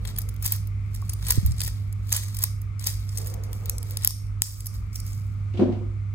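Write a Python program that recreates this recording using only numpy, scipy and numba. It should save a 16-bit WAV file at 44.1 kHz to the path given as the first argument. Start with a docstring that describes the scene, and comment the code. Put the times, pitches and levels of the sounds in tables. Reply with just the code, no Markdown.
"""Indoors, close on a phone's two microphone ports: a steel watch bracelet, over hum, rumble, hiss and a fan's whirr.
From the start its links clack and chatter as it is turned and slipped over a hand: tiny blows ring steel modes.
Around 1 to 1.5 s the moving hand puffs air on the ports, as decaying tones; skin and cloth brush, as low noise.
From 3.4 s the clasp plates tick, and at 4.05 and 4.42 s the clasp snaps hard: single blows on the same modes.
At 5.5 s something dull falls further off, as fading noise. Gain dips around the loudest peaks and creeps back."""
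import sys
import numpy as np
from scipy import signal
from scipy.fft import rfft, irfft, next_fast_len
from scipy.io import wavfile
from scipy.ndimage import uniform_filter1d, minimum_filter1d
from numba import njit

SR = 44100
rng = np.random.default_rng(int(sys.argv[2]) if len(sys.argv) > 2 else 0)


def digitize_waveform(pressure):
    """Quantize a signal to 16-bit integers and store it at the path in sys.argv[1].

    Rows of a 2-D input are taken as channels; values are limited to [-1, 1].
    """
    field = np.atleast_2d(pressure).T
    bounded = np.clip(field, -1, 1)
    quanta = np.round(bounded * 32767).astype(np.int16)
    wavfile.write(sys.argv[1], SR, quanta)


N = 270774

# Room air, rumble to hiss: f/Hz, relative level/dB (per Hz)
AIR_SPECTRUM = [(18, -22), (28, -17.5), (52, 7), (75, -0.5), (100, -6), (150, -9), (210, -19), (330, -30.5),
                (500, -38), (900, -42.5), (1700, -47), (3000, -49), (8000, -54.5), (14000, -67)]
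# Fan whirr: f/Hz, width of each filter pass/Hz, level/dB, left minus right/dB
WHIRR_BANDS = [(1235, 357, -67.5, 20.5), (2190, 480, -68.5, 20)]
# Skin and cloth brushing, a soft low rustle: start t/s, end t/s, relative level/dB
BRUSHES = [(0, 0.27, -59.5), (1.3, 1.33, -54), (3.2, 3.42, -52.5), (3.498, 3.925, -55)]
# Distant fall and its rebounds: t/s, relative level/dB, scuff against body/dB, fade to 1/e/ms
LANDINGS = [(5.535, -35, -17, 89), (5.572, -39.5, -7.5, 31), (5.593, -17, -35.5, 80),
            (5.62, -20.5, -36.5, 17), (5.69, -30.5, -47, 24), (5.72, -40, -14, 38), (5.809, -43, -44, 37)]
# Dull body of the fallen thing: f/Hz, width of each filter pass/Hz, relative level/dB
FALL_RESONANCES = [(219, 38, 0.5), (260.6, 36, -4), (352.6, 32, 0), (509, 87, -10.5), (610, 60, -15.5),
                   (713, 110, -15), (937.1, 250, -21), (1327.4, 880, -26)]
# Puffs of air from the moving hand on the ports: t/s, f/Hz, relative level/dB, 60 dB decay time/ms,
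# left port lead/rad
AIR_PUFFS = [(1.024, 1120, -33, 35.84, 0.935), (1.375, 270, -12.5, 22, 2), (1.38, 105, -1, 38, 2),
             (1.428, 180, -18, 95, 1.95), (1.444, 71.4, -7, 190, 1.66), (1.48, 96.7, -11.5, 160, 0.99),
             (1.506, 109, -12.5, 170, 1.3)]
# What links and clasp ring with: f/Hz, relative level/dB, 60 dB ring time/ms
STEEL_MODES = [(1000, -4, 14), (1510, -1, 3.5), (1900, 3, 10), (2466, 3, 5.2), (3270, -4.5, 25),
               (3836, 9.5, 6.5), (4410, 7, 6.9), (4855, -8, 12), (5163, -12.5, 6.3), (5530, -5, 6.3),
               (6386, -5.5, 5.6), (6910, -8, 4), (7520, -11, 10), (8080, -2, 2.2), (8370, -5, 8.3),
               (8920, -6.5, 15), (9100, -9, 2.2), (9220, -2, 5.8), (9900, -0.5, 3), (10580, 5.5, 5.7),
               (11580, 10.5, 4.1), (12600, 5, 6), (12120, 3.5, 4), (13150, 11, 4.7), (14300, -4, 4.5),
               (14860, 4, 5.2), (14800, 7.5, 6.8), (15230, -18.5, 3)]
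# Shakes that set the links rattling: strongest t/s, relative level/dB, 20 dB swell/ms, 20 dB fade/ms,
# low modes/dB
BRACELET_SHAKES = [(0.09, -49.5, 64, 60, -9), (0.2, -53.5, 47, 61, -17), (0.455, -34.5, 33, 62, -15.5),
                   (0.53, -40.5, 45, 65, -16), (0.95, -45.5, 16, 30, -16), (1.13, -58.5, 290, 30, -13),
                   (1.3, -37.5, 81, 110, -11), (1.47, -50.5, 83, 77, -13.5), (1.62, -52.5, 90, 270, -10.5),
                   (1.68, -44.5, 140, 26, -13), (2.15, -39.5, 79, 157, -13), (2.44, -42, 103, 66, -13),
                   (2.81, -51.5, 15, 330, -11.5), (2.87, -36.5, 35, 95, -16.5),
                   (3.19, -51, 180, 100, -15.5), (3.28, -49.5, 150, 89, -19), (3.44, -56, 14, 45, -15),
                   (3.55, -57, 77.8, 210, -19), (3.7, -63, 200, 45, -2.5), (3.92, -52, 130, 45, -16),
                   (3.98, -52.5, 61, 15, -12), (4.05, -50, 94, 87, -9), (4.1, -55, 39, 30, -10),
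                   (4.425, -38.5, 9.5, 220, -20.5), (4.75, -51, 31, 61, -21.5), (4.96, -45.5, 26, 50, -31),
                   (5.07, -51, 50, 220, -22)]
# Links knocking: t/s, relative level/dB, low modes/dB, high modes/dB
LINK_CLACKS = [(0.052, -37, -8, -10), (0.0747, -27.5, -25, -26), (0.162, -38.5, -10, -25),
               (0.1754, -33.5, -15, -12), (0.186, -28.5, -20, 1.5), (0.2169, -34, -27, -8),
               (0.2886, -35, -13, -2.5), (0.3406, -51, -16, -6), (0.3625, -51, -14, -3),
               (0.4253, -34, -24, 0), (0.447, -36, -26, 1), (0.4598, -20.5, -35, -3.5),
               (0.4765, -29, -16, -5), (0.5212, -21.5, -20, 0), (0.5594, -43, -11, 4),
               (0.672, -42, -25, -0.5), (0.9452, -40, -27, -3), (1.0164, -42, -28, -13),
               (1.0945, -21, -30, -23), (1.1338, -30, -20, -5), (1.2256, -34, -13, -21),
               (1.2674, -23.5, -26, -32), (1.285, -22.5, -29, -7), (1.3059, -10, -19.5, -11),
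               (1.3205, -27, -14, 0.5), (1.3553, -27, -26, -8), (1.462, -32, -32, 0.5),
               (1.509, -37, -19, -25), (1.5189, -30, -36, -40), (1.5818, -33, -22, -31),
               (1.5948, -31, -23, -31), (1.6049, -18, -38, -20), (1.6164, -24.5, -16, -9),
               (1.6357, -22.5, -25, -7), (1.648, -29, -25, -9), (1.667, -29.5, -27, -8.5),
               (1.6758, -28, -22, -8), (1.926, -38, -26, -9), (2.1047, -38, -27, -6),
               (2.12, -17.5, -19, -24), (2.1259, -13, -21.5, -14), (2.137, -21.5, -14, -13),
               (2.165, -19.5, -18.5, -7.5), (2.236, -29, -24, -19), (2.2825, -33.5, -21, -14),
               (2.3458, -28, -22, -13), (2.368, -29, -21, -8), (2.388, -25.5, -39, -6),
               (2.4208, -24, -33, -13), (2.4265, -23, -22, -5.5), (2.4375, -14, -21.5, -4.5),
               (2.616, -43.5, -43, -7), (2.794, -32.5, -36, -20), (2.8409, -24, -43, -24),
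               (2.8693, -17.5, -43, -5), (2.8994, -29, -25, -16), (3.0917, -30.5, -23, -29),
               (3.1738, -22.5, -31, -18), (3.1823, -26, -36, -10), (3.216, -30.5, -37, -21),
               (3.261, -34, -18, -15), (3.271, -31, -29, -10), (3.3386, -35.5, -18, -9),
               (4.0338, -29, -42, -17), (4.2667, -45, -27, -25), (4.6045, -27.5, -26.5, -15),
               (4.6584, -31.5, -37, -7), (4.6671, -27, -32, -4.5), (4.7474, -47, -17, -5),
               (4.93, -39.5, -33.5, -21), (4.9566, -26.5, -46, -15), (5.0003, -32.5, -35, -11),
               (5.0645, -38.5, -40, -5), (5.0994, -50, -26, -22), (5.1315, -35.5, -28, -21)]
# Clasp plates ticking as they are folded: t/s, relative level/dB, low modes/dB, high modes/dB
CLASP_TICKS = [(3.4364, -38, -25, -14), (3.5302, -32, -19, -6), (3.6573, -31.5, -23, -10),
               (3.696, -20, -25, -3.5), (3.7823, -28.5, -30, -7), (3.8291, -34, -20, -7.5),
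               (3.9088, -37, -20, -2.5), (3.9709, -20.5, -20.5, -10), (4.0213, -37, -19.5, -10),
               (4.1063, -26, -26, -7)]
# Clasp snapping shut: t/s, relative level/dB, low modes/dB, high modes/dB
CLASP_SNAPS = [(4.0473, -16.5, -25, -3.5), (4.049, -15.5, -30, -1.5), (4.0744, -6, -31, -8),
               (4.0747, -18, -37.5, -2), (4.42, -2, -22.5, -10)]
# Room echo by band: f/Hz, width of each filter pass/Hz, 60 dB decay time/s, relative level/dB
ECHO_BANDS = [(5240, 5800, 0.36, -15), (12800, 9700, 0.16, -28)]

AIR_DB, AIR_ALIKE_HZ = -35, 302  # below about this pitch the ports hear the same air
BRUSH_SWELL_S, BRUSH_FADE_S = 0.07, 0.21  # time to change 20 dB
HUM_HZ, HUM_DB = 100.2, -30.5
HUM_LEFT_DB, HUM_LEFT_RAD = -4, -0.16  # left against right
FALL_SCUFF_HZ = 2740
LOW_BELOW_HZ, HIGH_ABOVE_HZ = 4550, 9300  # borders of the low and high steel modes
LOW_MODES_LEFT_DB, HIGH_MODES_LEFT_DB = 6.5, -3.5  # left minus right, added to each blow's own lean
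LOW_LEFT_LAG_MS, LEFT_LAG_MS, LEFT_RAD = -0.14, 0.25, -1.3  # left port against right
RATTLE_PER_S, RATTLE_HIGH_DB = 1600, -12.5
CLACK_CHATTER_MS, TICK_CHATTER_MS = 1.7, 0.68  # time scale of the contacts in one knock
KNOCK_LEFT_DB, KNOCK_LEFT_SCATTER_DB = 3, 4.5
SPOT_DB = 3.5  # scatter of mode levels with the place struck
ECHO_BUILD_S = 0.022
LIMIT_DB, QUICK_S, SLOW_S = 1.5, 0.014, 0.33  # ceiling re full scale, envelope falls to 1/e
SLOW_SHARE = 0.93  # share of the cut, in dB, that creeps back slowly
TOP_HZ = 16300


def undb(db):
    """Amplitude factor of a level in dB."""
    return 10 ** (np.asarray(db) / 20)


def level(x, db):
    """Scale to an rms level in dB."""
    return x * undb(db) / np.sqrt(np.mean(x ** 2))


def ring(x, hz, t60_s, phase=0):
    """Let x excite one exponentially decaying mode."""
    r = np.exp(-np.log(1000) / (t60_s * SR))
    w = 2 * np.pi * hz / SR
    return signal.lfilter([np.sin(phase), r * np.sin(w - phase)], [1, -2 * r * np.cos(w), r * r], x)


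def band(hz, width_hz, channels=2, size=N):
    """Noise passed twice through one resonance, rms 1."""
    peak = signal.iirpeak(hz, hz / width_hz, SR)
    noise = rng.standard_normal((channels, size))
    once = signal.lfilter(*peak, noise)
    return level(signal.lfilter(*peak, once), 0)


def walk(rate):
    """Random levels held 1 / rate s, then smoothed twice over that time."""
    k = int(SR / rate)
    steps = np.repeat(rng.standard_normal(N // k + 1), k)
    return uniform_filter1d(uniform_filter1d(steps, k), k)[:N]


def swell(t, start, end, db, rise_s, fall_s):
    """Power of one gesture: swells to its level, holds, fades; rise and fall span 20 dB."""
    before = np.maximum(start - t, 0) / rise_s
    after = np.maximum(t - end, 0) / fall_s
    return undb(2 * (db - 20 * before - 20 * after))


def air():
    """Rumble and hiss: shaped noise, alike at both ports in the bass and apart higher up."""
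    size = next_fast_len(N)
    hz = np.maximum(np.fft.rfftfreq(size, 1 / SR), 1)
    f, db = np.transpose(AIR_SPECTRUM)
    shape = undb(np.interp(np.log(hz), np.log(f), db))
    mid, side = rfft(rng.standard_normal((2, size))) * shape
    apart = 0.93 * hz / np.hypot(hz, AIR_ALIKE_HZ)
    ports = irfft(np.array([mid + apart * side, mid - apart * side]), size)[:, :N]
    return level(ports, AIR_DB) * undb(1.5 * walk(3))


def whirr():
    """A fan's whirr: narrow noise bands, each wavering in level and leaning left."""
    out = np.zeros((2, N))
    for hz, width_hz, db, left_db in WHIRR_BANDS:
        lean_db = np.array([[left_db], [-left_db]]) / 2
        out += undb(db + 1.5 * walk(8) + lean_db) * band(hz, width_hz)
    return out


def hum():
    """A machine's hum at twice the mains rate: a sine wavering slightly in pitch and level."""
    phase = 2 * np.pi * np.cumsum(HUM_HZ + 0.66 * walk(5)) / SR
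    left = undb(HUM_LEFT_DB / 2) * np.sin(phase + HUM_LEFT_RAD)
    right = undb(-HUM_LEFT_DB / 2) * np.sin(phase)
    return np.sqrt(2) * undb(HUM_DB + 1.72 * walk(3.345)) * np.array([left, right])


def fall():
    """Thuds smeared by distance: body and scuff noise, rising fast and fading at each landing."""
    start = int(LANDINGS[0][0] * SR)
    t = np.arange(start, N) / SR
    body = np.zeros((2, len(t)))
    for hz, width_hz, db in FALL_RESONANCES:
        shared = band(hz, width_hz, channels=1, size=len(t))
        apart = band(hz, width_hz, size=len(t))
        body += undb(db) * (shared + apart)
    body = level(body, 0)
    scuff = band(FALL_SCUFF_HZ, 2400.0, size=len(t))
    out = np.zeros((2, len(t)))
    for s, db, scuff_db, fade_ms in LANDINGS:
        rise = np.clip((t - s) / 0.0031, 0, 1)
        fade = np.exp(-np.maximum(t - s, 0) * 1000 / fade_ms)
        out += undb(db) * rise * fade * (body + undb(scuff_db) * scuff)
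    return np.pad(out, ((0, 0), (start, 0)))


def air_puffs():
    """Puffs of air from the moving hand on the microphone ports, each port with its own phase."""
    out = np.zeros((2, N))
    size = SR // 4
    for s, hz, db, ms, left_rad in AIR_PUFFS:
        puff = np.hanning(int(0.7 * SR / hz))
        puff = np.pad(puff / puff.sum(), (0, size - len(puff)))
        both = np.array([ring(puff, hz, ms / 1000, left_rad), ring(puff, hz, ms / 1000)])
        start = int(s * SR)
        out[:, start:start + size] += undb(db) * both
    return out


def brush():
    """Skin and cloth brushing: low noise bands that swell, flutter and fade with each gesture."""
    t = np.arange(N) / SR
    power = sum(swell(t, *row, BRUSH_SWELL_S, BRUSH_FADE_S) for row in BRUSHES)
    loudness = np.sqrt(power) * undb(2.5 * walk(25))
    return loudness * (band(460.0, 130.0) + 1.1 * band(420.0, 800.0))


def rattle():
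    """Blows of links shifting on their pins with every shake: dense random ticks, a few much stronger."""
    when, strength, side = rng.random((int(RATTLE_PER_S * N / SR), 3)).T
    s = when * (N - 100) / SR
    power = np.array([swell(s, at, at, db, rise / 1000, fade / 1000)
                      for at, db, rise, fade, _ in BRACELET_SHAKES])
    low_db = np.array(BRACELET_SHAKES)[power.argmax(axis=0), -1]  # from the strongest shake at that moment
    size = np.sqrt(power.sum(axis=0)) * undb(-3.0 * np.log(1.01 - strength))
    spot = rng.standard_normal((len(s), len(STEEL_MODES)))
    return s, size, low_db, np.full(len(s), RATTLE_HIGH_DB), 6 * (side - 0.5), spot


def knocks(table, chatter_ms, count=24):
    """Blows of each knock: a quick chatter of contacts that swells and dies away."""
    s, db, low_db, high_db = np.repeat(np.array(table, float), count, axis=0).T
    late = rng.gamma(2.2, size=(len(table), count))
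    weight = np.sqrt(late) * undb(-4.0 * late)
    weight /= np.sqrt((weight ** 2).sum(axis=1, keepdims=True))
    # all contacts of one knock share a place and a lean, but each has its own signs
    place_db = SPOT_DB * rng.standard_normal((len(table), len(STEEL_MODES)))
    spot = np.repeat(undb(place_db), count, axis=0)
    spot = spot * rng.choice([-1, 1], size=spot.shape)
    lean = np.repeat(rng.standard_normal(len(table)), count)
    left_db = KNOCK_LEFT_DB + KNOCK_LEFT_SCATTER_DB * lean
    times = s + (late.ravel() - 0.8) * chatter_ms / 1000
    return times, undb(db) * weight.ravel(), low_db, high_db, left_db, spot


def steel(s, size, low_db, high_db, left_db, spot):
    """Tiny blows ring the steel modes; spot is how well each struck place wakes each mode."""
    out = np.zeros((2, N))
    right = np.round(s * SR).astype(int)
    for k, (hz, db, ms) in enumerate(STEEL_MODES):
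        low, high = hz < LOW_BELOW_HZ, hz > HIGH_ABOVE_HZ
        gain = size * spot[:, k] * undb(db + low * low_db + high * high_db)
        lean = undb((left_db + low * LOW_MODES_LEFT_DB + high * HIGH_MODES_LEFT_DB) / 2)
        # the left port gets low modes a moment early, the others late and turned in phase
        lag_ms, turn = (LOW_LEFT_LAG_MS, 0) if low else (LEFT_LAG_MS, LEFT_RAD)
        left = np.maximum(right + round(lag_ms * SR / 1000), 0)
        # the tiny offset keeps the filters clear of very slow arithmetic
        out[0] += ring(np.bincount(left, gain * lean, N) + 1e-18, hz, ms / 1000, turn)
        out[1] += ring(np.bincount(right, gain / lean, N) + 1e-18, hz, ms / 1000)
    return out


def bracelet():
    """Link knocks, clasp ticks, single-blow snaps and rattle all strike the same steel."""
    blows = zip(knocks(LINK_CLACKS, CLACK_CHATTER_MS), knocks(CLASP_TICKS, TICK_CHATTER_MS),
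                knocks(CLASP_SNAPS, 0, count=1), rattle())
    return steel(*map(np.concatenate, blows))


def room(x):
    """Diffuse echo of the right port's sound: builds, dies sooner in the treble, differs at each port."""
    t = np.arange(SR // 2) / SR
    build = np.minimum(t / ECHO_BUILD_S, 1)
    tail = np.zeros((2, len(t)))
    for hz, width_hz, t60_s, db in ECHO_BANDS:
        decay = np.exp(-np.log(1000) * t / t60_s)
        tail += level(band(hz, width_hz, size=len(t)) * build * decay, db)
    return signal.oaconvolve(x[1:], tail / np.sqrt(len(t)), axes=1)[:, :N]


def scene():
    """The bracelet close by with its echo, over everything else at the two ports."""
    background = air() + whirr() + hum()
    watch = bracelet()
    return background + fall() + air_puffs() + brush() + watch + room(watch)


@njit
def follow(peak, release):
    """Envelope that jumps up at once and sinks slowly."""
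    e, out = 0., np.empty(len(peak))
    for i in range(len(peak)):
        e = max(peak[i], e * release)
        out[i] = e
    return out


def limit_gain(peak, release_s):
    """Gain that holds the followed peaks at the limit."""
    return np.minimum(1, undb(LIMIT_DB) / follow(peak, np.exp(-1 / (release_s * SR))))


def record(dry):
    """Gain drops just ahead of any peak over the limit, returns part way quickly, then creeps; top is cut."""
    peak = -minimum_filter1d(-np.abs(dry).max(axis=0), size=65)
    quick, slow = limit_gain(peak, QUICK_S), limit_gain(peak, SLOW_S)
    gain = uniform_filter1d(np.minimum(quick, slow ** SLOW_SHARE), size=33)
    top_cut = signal.ellip(12, 0.2, 60, TOP_HZ, fs=SR, output="sos")
    return np.clip(signal.sosfilt(top_cut, dry * gain), -1, 1)


dry = scene()
out = record(dry)
digitize_waveform(out)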